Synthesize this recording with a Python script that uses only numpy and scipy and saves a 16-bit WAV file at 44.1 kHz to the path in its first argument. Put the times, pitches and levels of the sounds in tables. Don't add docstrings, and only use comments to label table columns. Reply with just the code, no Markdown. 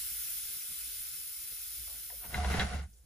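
import sys
import numpy as np
from scipy import signal
from scipy.fft import rfft, irfft, next_fast_len
from scipy.io import wavfile
from scipy.ndimage import uniform_filter1d, map_coordinates

SR = 44100
rng = np.random.default_rng(int(sys.argv[2]) if len(sys.argv) > 2 else 0)


def store_pcm(level_fs):
    pcm = np.round(np.clip(level_fs, -1, 1) * 32767).astype(np.int16)
    wavfile.write(sys.argv[1], SR, np.atleast_2d(pcm).T)


N = 134505


def amp(db):
    return 10 ** (np.asarray(db) / 20)

def unit(x):
    return x / np.sqrt(np.mean(x ** 2) + 1e-20)

def along(points, hz):
    f, v = np.transpose(points)
    return np.interp(np.log(hz + 1), np.log(f + 1), v)

def hump(hz, centre_hz, octaves):
    return np.exp(-(np.log2((hz + 1) / centre_hz) / octaves) ** 2)

def curves(rows, outside=None):
    times, *columns = np.transpose(rows)
    return [np.interp(np.arange(N) / SR, times, column, outside, outside) for column in columns]

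def wobble(rate):
    return map_coordinates(rng.standard_normal(int(N * rate / SR) + 4), [np.arange(N) * rate / SR])

def filtered(x, response):
    size = next_fast_len(x.shape[-1] + 8192, True)
    return irfft(rfft(x, size) * response(np.fft.rfftfreq(size, 1 / SR)), size)[..., :x.shape[-1]]

def spread(pair, spectrum, coherence):
    angle = lambda hz: np.arccos(np.clip(along(coherence, hz), -1, 1)) / 2
    mid, side = filtered(pair, lambda hz: amp(along(spectrum, hz)) * [np.cos(angle(hz)), np.sin(angle(hz))])
    return unit(np.array([mid + side, mid - side]))

def patchy(depth_db):
    spectra = signal.stft(rng.standard_normal((2, N)), nperseg=512)[2]
    field = uniform_filter1d(uniform_filter1d(rng.standard_normal(spectra.shape[1:]), 6, 0), 8, 1)
    return signal.istft(spectra * amp(depth_db * unit(field)), nperseg=512)[1][:, :N]

def add(out, start_s, x):
    span = out[:, round(start_s * SR):][:, :x.shape[1]]
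    span += x[:, :span.shape[1]]


# time in seconds, level in dB.
RUMBLE_LEVELS = [(0.0, -62), (0.05, -59.5), (0.2, -58), (0.24, -72), (0.35, -59.5), (0.76, -79),
                 (0.79, -58.5), (1.2, -68), (1.28, -76), (1.31, -65), (1.35, -81), (1.4, -58), (1.5, -76),
                 (1.52, -64), (1.75, -62), (1.79, -53.5), (2.0, -61), (2.02, -68.5), (2.21, -54),
                 (2.25, -69)]
# frequency in Hz, relative density in dB.
RUMBLE_SPECTRUM = [(15, -29), (30, -17), (45, 2), (55, 11), (66, 1), (85, -12.5), (120, -42.5),
                   (200, -40.5)]
HISS_SPECTRUM = [(60, -0.5), (120, 4), (250, -7), (500, -8.5), (1100, -28), (2600, -47), (9000, -7.5),
                 (15000, -55)]
RUMBLE_END_DB, HISS_DB = -58.5, -67.5

def background():
    level_db, = curves(list(RUMBLE_LEVELS) + [(RUMBLE_LEVELS[-1][0] + 0.068, RUMBLE_END_DB)])
    rumble = spread(rng.standard_normal((2, N)), RUMBLE_SPECTRUM, [(50, 0.98)])
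    rumble /= np.sqrt(uniform_filter1d(np.mean(rumble ** 2, 0), SR // 20) + 0.067)
    hiss = spread(patchy(depth_db=-5.0), HISS_SPECTRUM, [(100, 0.77), (500, 0.7), (1500, 0.21)])
    return amp(level_db) * rumble * amp([[-.9], [.9]]) + amp(HISS_DB) * hiss


# frequency in Hz, reverberation time (T60) in seconds.
REVERB_TIMES = [(200, 0.55), (2000, 0.45), (10000, 0.047)]

def reverberation(x):
    hz, t, spectra = signal.stft(rng.standard_normal((2, SR // 2)), SR, nperseg=256)
    decay = amp(-60 * t / along(REVERB_TIMES, hz)[:, None])
    tail = signal.istft(spectra * decay, SR, nperseg=256)[1]
    delayed = np.pad(x, ((0, 0), (300, 0)))
    return signal.fftconvolve(delayed, tail / np.linalg.norm(tail[0]), axes=1)[:, :N]


# start in seconds, length in seconds, level in dB, band centre in Hz.
GLOVE_BRUSHES = [(1.87, 0.086, -62.5, 770)]
BRIGHT_RUSTLES = [(2.82, 0.037, -59.5, 8500), (2.93, 0.029, -67, 6300), (2.97, 0.033, -65.5, 8200)]

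def swishes(rows, octaves):
    out, t = np.zeros((2, N)), np.arange(SR // 5) / SR
    for start, length, db, centre_hz in rows:
        noise = rng.standard_normal(len(t)) + rng.standard_normal((2, len(t)))
        band = unit(filtered(noise, lambda hz: hump(hz, centre_hz, octaves)))
        envelope = (1 - np.exp(-t / length / 0.026)) * np.exp(-(t / length) ** 2)
        add(out, start, amp(db) * band * envelope)
    return out


# frequency in Hz, bandwidth in Hz, peak gain in dB.
TANK_MODES = [(431, 40, -1), (554, 60, -2), (720, 24, 13), (967, 40, 5), (1440, 70, 0), (1700, 200, 3),
              (2100, 200, 1), (2500, 90, 1), (2780, 200, -4), (3350, 80, 3), (3930, 100, 3),
              (4870, 250, -6)]

def tank_response(hz):
    return sum((-1) ** k * amp(db) * 1j * hz * width / (centre ** 2 - hz ** 2 + 1j * hz * width)
               for k, (centre, width, db) in enumerate(TANK_MODES))


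# start in seconds, gain in dB, band centre in Hz, width in octaves, T60 in seconds.
IMPACTS = [(2.101, -46, 1200, 1.4, 0.023), (2.122, -55, 520, 0.17, 0.09), (2.24, -45, 1240, 0.71, 0.021),
           (2.343, -30, 1670, 0.56, 0.045), (2.345, -45.5, 3830, 0.24, 0.09),
           (2.378, -37.5, 680, 0.32, 0.11), (2.4, -41, 720, .4, .08), (2.434, -42, 970, 0.39, 0.083),
           (2.446, -32, 780, 1.56, 0.08), (2.515, -42, 2200, 0.3, 0.22), (2.54, -26.5, 910, 1.45, 0.042),
           (2.546, -37.5, 200, 0.37, 0.089), (2.57, -40, 1500, 0.73, 0.11), (2.58, -42, 760, 0.49, 0.31),
           (2.5962, -30, 1400, 1.6, 0.08), (2.5962, -27, 3650, 0.3, 0.05),
           (2.603, -33.5, 1900, 0.93, 0.051), (2.612, -33, 1400, 0.33, 0.074),
           (2.728, -47, 1515, 0.093, 0.089)]
RATTLE_RISE_S, DULL_HZ = .0008, 6500
BLOW_TO_RATTLE, TANK_BYPASS = .8, .2

def knocks():
    out, t = np.zeros((2, N)), np.arange(SR // 4) / SR
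    grid_hz = np.fft.rfftfreq(8192, 1 / SR)
    body = lambda hz: tank_response(hz) + TANK_BYPASS
    for start, db, centre_hz, octaves, t60 in IMPACTS:
        band = lambda hz: hump(hz, centre_hz, octaves) / (1 + (hz / DULL_HZ) ** 4)
        noise = rng.standard_normal(len(t)) + 0.43 * rng.standard_normal((2, len(t)))
        rattle = amp(-60 * t / t60) * (1 - np.exp(-t / RATTLE_RISE_S)) * filtered(noise, band)
        blow = filtered(1. * (t == 0), band)
        blow *= BLOW_TO_RATTLE * np.linalg.norm(rattle[0]) / np.linalg.norm(blow)
        rms_gain = np.sqrt(np.mean(np.abs(body(grid_hz) * band(grid_hz)) ** 2))
        add(out, start, amp(db) * filtered(rattle + blow, body) / rms_gain)
    return out * amp([[.5], [-.5]])


# time in seconds, frequency in Hz, level in dB.
BENCH_MODE = [(2.25, 58.1, -80), (2.294, 59.4, -46), (2.338, 66.3, -64), (2.384, 67.3, -32.5),
              (2.404, 69.8, -30.5), (2.444, 72.2, -38), (2.478, 67.7, -28), (2.542, 67.8, -32.5),
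              (2.58, 70.45, -45), (2.642, 68.3, -33), (2.716, 68.6, -45.5), (2.778, 68.6, -35.5),
              (2.864, 69.3, -43), (2.904, 68, -90), (2.92, 67.3, -70)]

def bench_boom():
    pitch_hz, _ = curves(BENCH_MODE)
    _, level_db = curves(BENCH_MODE, outside=-120)
    wavering_hz = pitch_hz * (1 + 0.044 * wobble(24.92))
    swing = np.sqrt(2) * np.sin(2 * np.pi * np.cumsum(wavering_hz) / SR)
    judder = amp(-14) * unit(filtered(rng.standard_normal(N), lambda hz: hump(hz, 70, octaves=.5)))
    return filtered(amp(level_db) * (swing + judder), lambda hz: hz < 250) * amp([[-.8], [.8]])


# time in seconds, relative rasp level in dB, thud level in dB.
DRAG_LEVELS = [(2.2, -73.5, -102), (2.254, -55, -51), (2.28, -66, -55.5), (2.318, -56.5, -52),
               (2.338, -51.5, -46), (2.366, -48, -37), (2.428, -49, -48.5), (2.456, -48.5, -42),
               (2.522, -43.5, -40.5), (2.544, -43.5, -36.5), (2.624, -41.5, -36.5), (2.674, -51, -46),
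               (2.716, -51, -47.5), (2.752, -50, -39), (2.812, -57.5, -50), (2.858, -69.5, -61),
               (2.9, -108, -60.5)]
# frequency in Hz, relative density in dB.
SCRAPE_SPECTRUM = [(250, -10), (420, -8), (550, -3.5), (1000, -6.5), (1600, -4), (2300, -12), (3900, -13.5),
                   (8000, -20.5), (11000, -68)]
THUD_SPECTRUM = [(80, -2.5), (130, -5), (165, -0.5), (190, -1.5), (215, -6.5), (250, -14), (350, -39.5)]
SLIPS_PER_S, SLIP_SPREAD_DB, RING_DB = 9000, 1.24, -5

def dragging_feet():
    rasp_db, thud_db = uniform_filter1d(curves(DRAG_LEVELS, outside=-100), size=600)
    slips = (rng.random((2, N)) < SLIPS_PER_S / SR) * rng.standard_normal((2, N))
    slips *= amp(SLIP_SPREAD_DB * rng.exponential(size=(2, N)))
    coherence = [(200, 0.92), (700, 0.44), (1300, 0.43), (8000, 0.16)]
    ring = filtered(slips, lambda hz: tank_response(hz) / (1 + (hz / 2600) ** 6))
    ring = amp(RING_DB + 2.2 * wobble(39)) * spread(ring, [(1, 0)], coherence)
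    rasp = unit(spread(slips, SCRAPE_SPECTRUM, coherence) + ring)
    rasp *= amp(rasp_db + 6.5 + 0.58 * wobble(120))
    thud = amp(thud_db) * spread(rng.standard_normal((2, N)), THUD_SPECTRUM, coherence)
    return rasp * amp([[.6], [-.6]]) + thud * amp([[-1.2], [1.2]])


# delay in milliseconds, gain in dB.
REFLECTIONS = [(1.194, -20.5), (1.526, -23.5), (1.785, -22.2), (2.528, -22.2), (4.234, -19.7),
               (4.81, -23.8), (5.193, -21.3), (5.351, -20.5), (6.235, -21.8), (6.613, -22.7),
               (8.501, -23.0)]
REFLECT_ABOVE_HZ = 6600

def reflection_comb(hz):
    echoes = sum(amp(db) * np.exp(-2j * np.pi * hz * ms / 1000) for ms, db in REFLECTIONS)
    return 1 + echoes / (1 + (REFLECT_ABOVE_HZ / (hz + 1)) ** 8)


# frequency in Hz, bandwidth in Hz, added peak in dB re the hiss.
HISS_PEAKS = [(1415, 94, -5.5), (2135, 124, 1.5), (2573, 68, 0), (3075, 50, 0.5), (3457, 54, 0.5),
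              (3986, 45, -0.5), (5140, 65, -5), (5420, 58, -2.5), (6420, 39, -4), (7150, 90, -9),
              (7580, 110, -1.5), (10140, 13, -5), (13300, 29, 2.5), (13480, 42, 4), (13500, 50, -1),
              (13880, 35, 2)]

def hiss_peaks(hz):
    return 1 + sum(amp(db) / (1 + (2 * (hz - centre) / width) ** 2) for centre, width, db in HISS_PEAKS)


# time in seconds, level in dB, extra gain of the top octave in dB.
JET_LEVELS = [(0, -35.5, -2), (.1, -39, 2), (.55, -39, 0), (.8, -38.5, -1), (1.3, -41.5, 1), (2, -43, .5),
              (2.25, -47.5, 5.5), (2.35, -45, -3), (2.42, -47.5, -19), (2.53, -43.5, -11), (2.62, -46, -25),
              (2.75, -50.5, -31), (2.85, -68, -21), (2.9, -64, -3), (3.05, -69, -5)]
# frequency in Hz, relative density in dB.
JET_SPECTRUM = [(500, -34.5), (1100, -25.5), (1400, -16), (1900, -18), (2400, -14.5), (3500, -10.5),
                (4400, -9.5), (5300, -7), (6600, -10), (8400, -2.5), (10000, 0.5), (11200, -1),
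                (13400, -2.5), (14500, -0.5), (15700, -15.5)]
# frequency in Hz, coherence from 0 to 1.
JET_COHERENCE = [(500, 0.62), (1400, 0.98), (2500, 1), (4700, 0.12), (6500, 0.2), (7600, 0.13), (8400, 1),
                 (10000, 0.93), (15000, 0.89)]
# frequency in Hz, left minus right level in dB.
JET_PAN = [(60, -5), (99, -20.5), (160, -7), (270, -8.5), (450, 2.5), (740, 3.5), (1220, 0.5), (2010, 0.5),
           (3330, 1.5), (5500, 4.5), (9080, 0), (15000, -1.5)]
TOP_OCTAVE_HZ = 10500

def jet():
    level_db, top_db = curves(JET_LEVELS)
    balance = lambda hz: amp(np.outer([.5, -.5], along(JET_PAN, hz)))
    turbulence = spread(patchy(depth_db=1.0), JET_SPECTRUM, JET_COHERENCE)
    air = unit(filtered(turbulence, lambda hz: reflection_comb(hz) * hiss_peaks(hz) * balance(hz)))
    top = filtered(air, lambda hz: 1 / (1 + (TOP_OCTAVE_HZ / (hz + 1)) ** 12))
    flutter_db = 0.45 * wobble(3.2) + 0.2 * wobble(60)
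    return amp(level_db + flutter_db) * (air + (amp(top_db) - 1) * top)


KNOCK_REVERB_DB, JET_REVERB_DB = -14.5, -10

def scene():
    hits, air = knocks(), jet()
    room = reverberation(amp(KNOCK_REVERB_DB) * hits + amp(JET_REVERB_DB) * air)
    turning = hits + dragging_feet() + bench_boom()
    rustling = swishes(GLOVE_BRUSHES, octaves=1.0) + swishes(BRIGHT_RUSTLES, octaves=0.5)
    return background() + room + rustling + turning + air


# frequency in Hz, gain of the side signal in dB.
SIDE_GAINS = [(6500, 0), (7800, -12.5), (8400, -4.5), (16000, -47)]
# frequency in Hz, lead of the right port in half cycles.
PORT_PHASES = [(100, 0), (4500, -.5), (6600, 0), (8400, 1), (10050, 2), (11850, 3), (14000, 4), (15650, 5)]
BAND_LIMIT_HZ = 15780

def record(dry):
    mid = (dry[0] + dry[1]) / 2
    side = filtered((dry[0] - dry[1]) / 2, lambda hz: amp(along(SIDE_GAINS, hz)))
    knots_hz, lead = np.transpose(PORT_PHASES)
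    ports = lambda hz: np.exp(np.outer([-.5, .5], 1j * np.pi * np.interp(hz, knots_hz, lead)))
    return filtered(np.array([mid + side, mid - side]), lambda hz: ports(hz) * (hz < BAND_LIMIT_HZ))


dry = scene()
out = record(dry)
store_pcm(out)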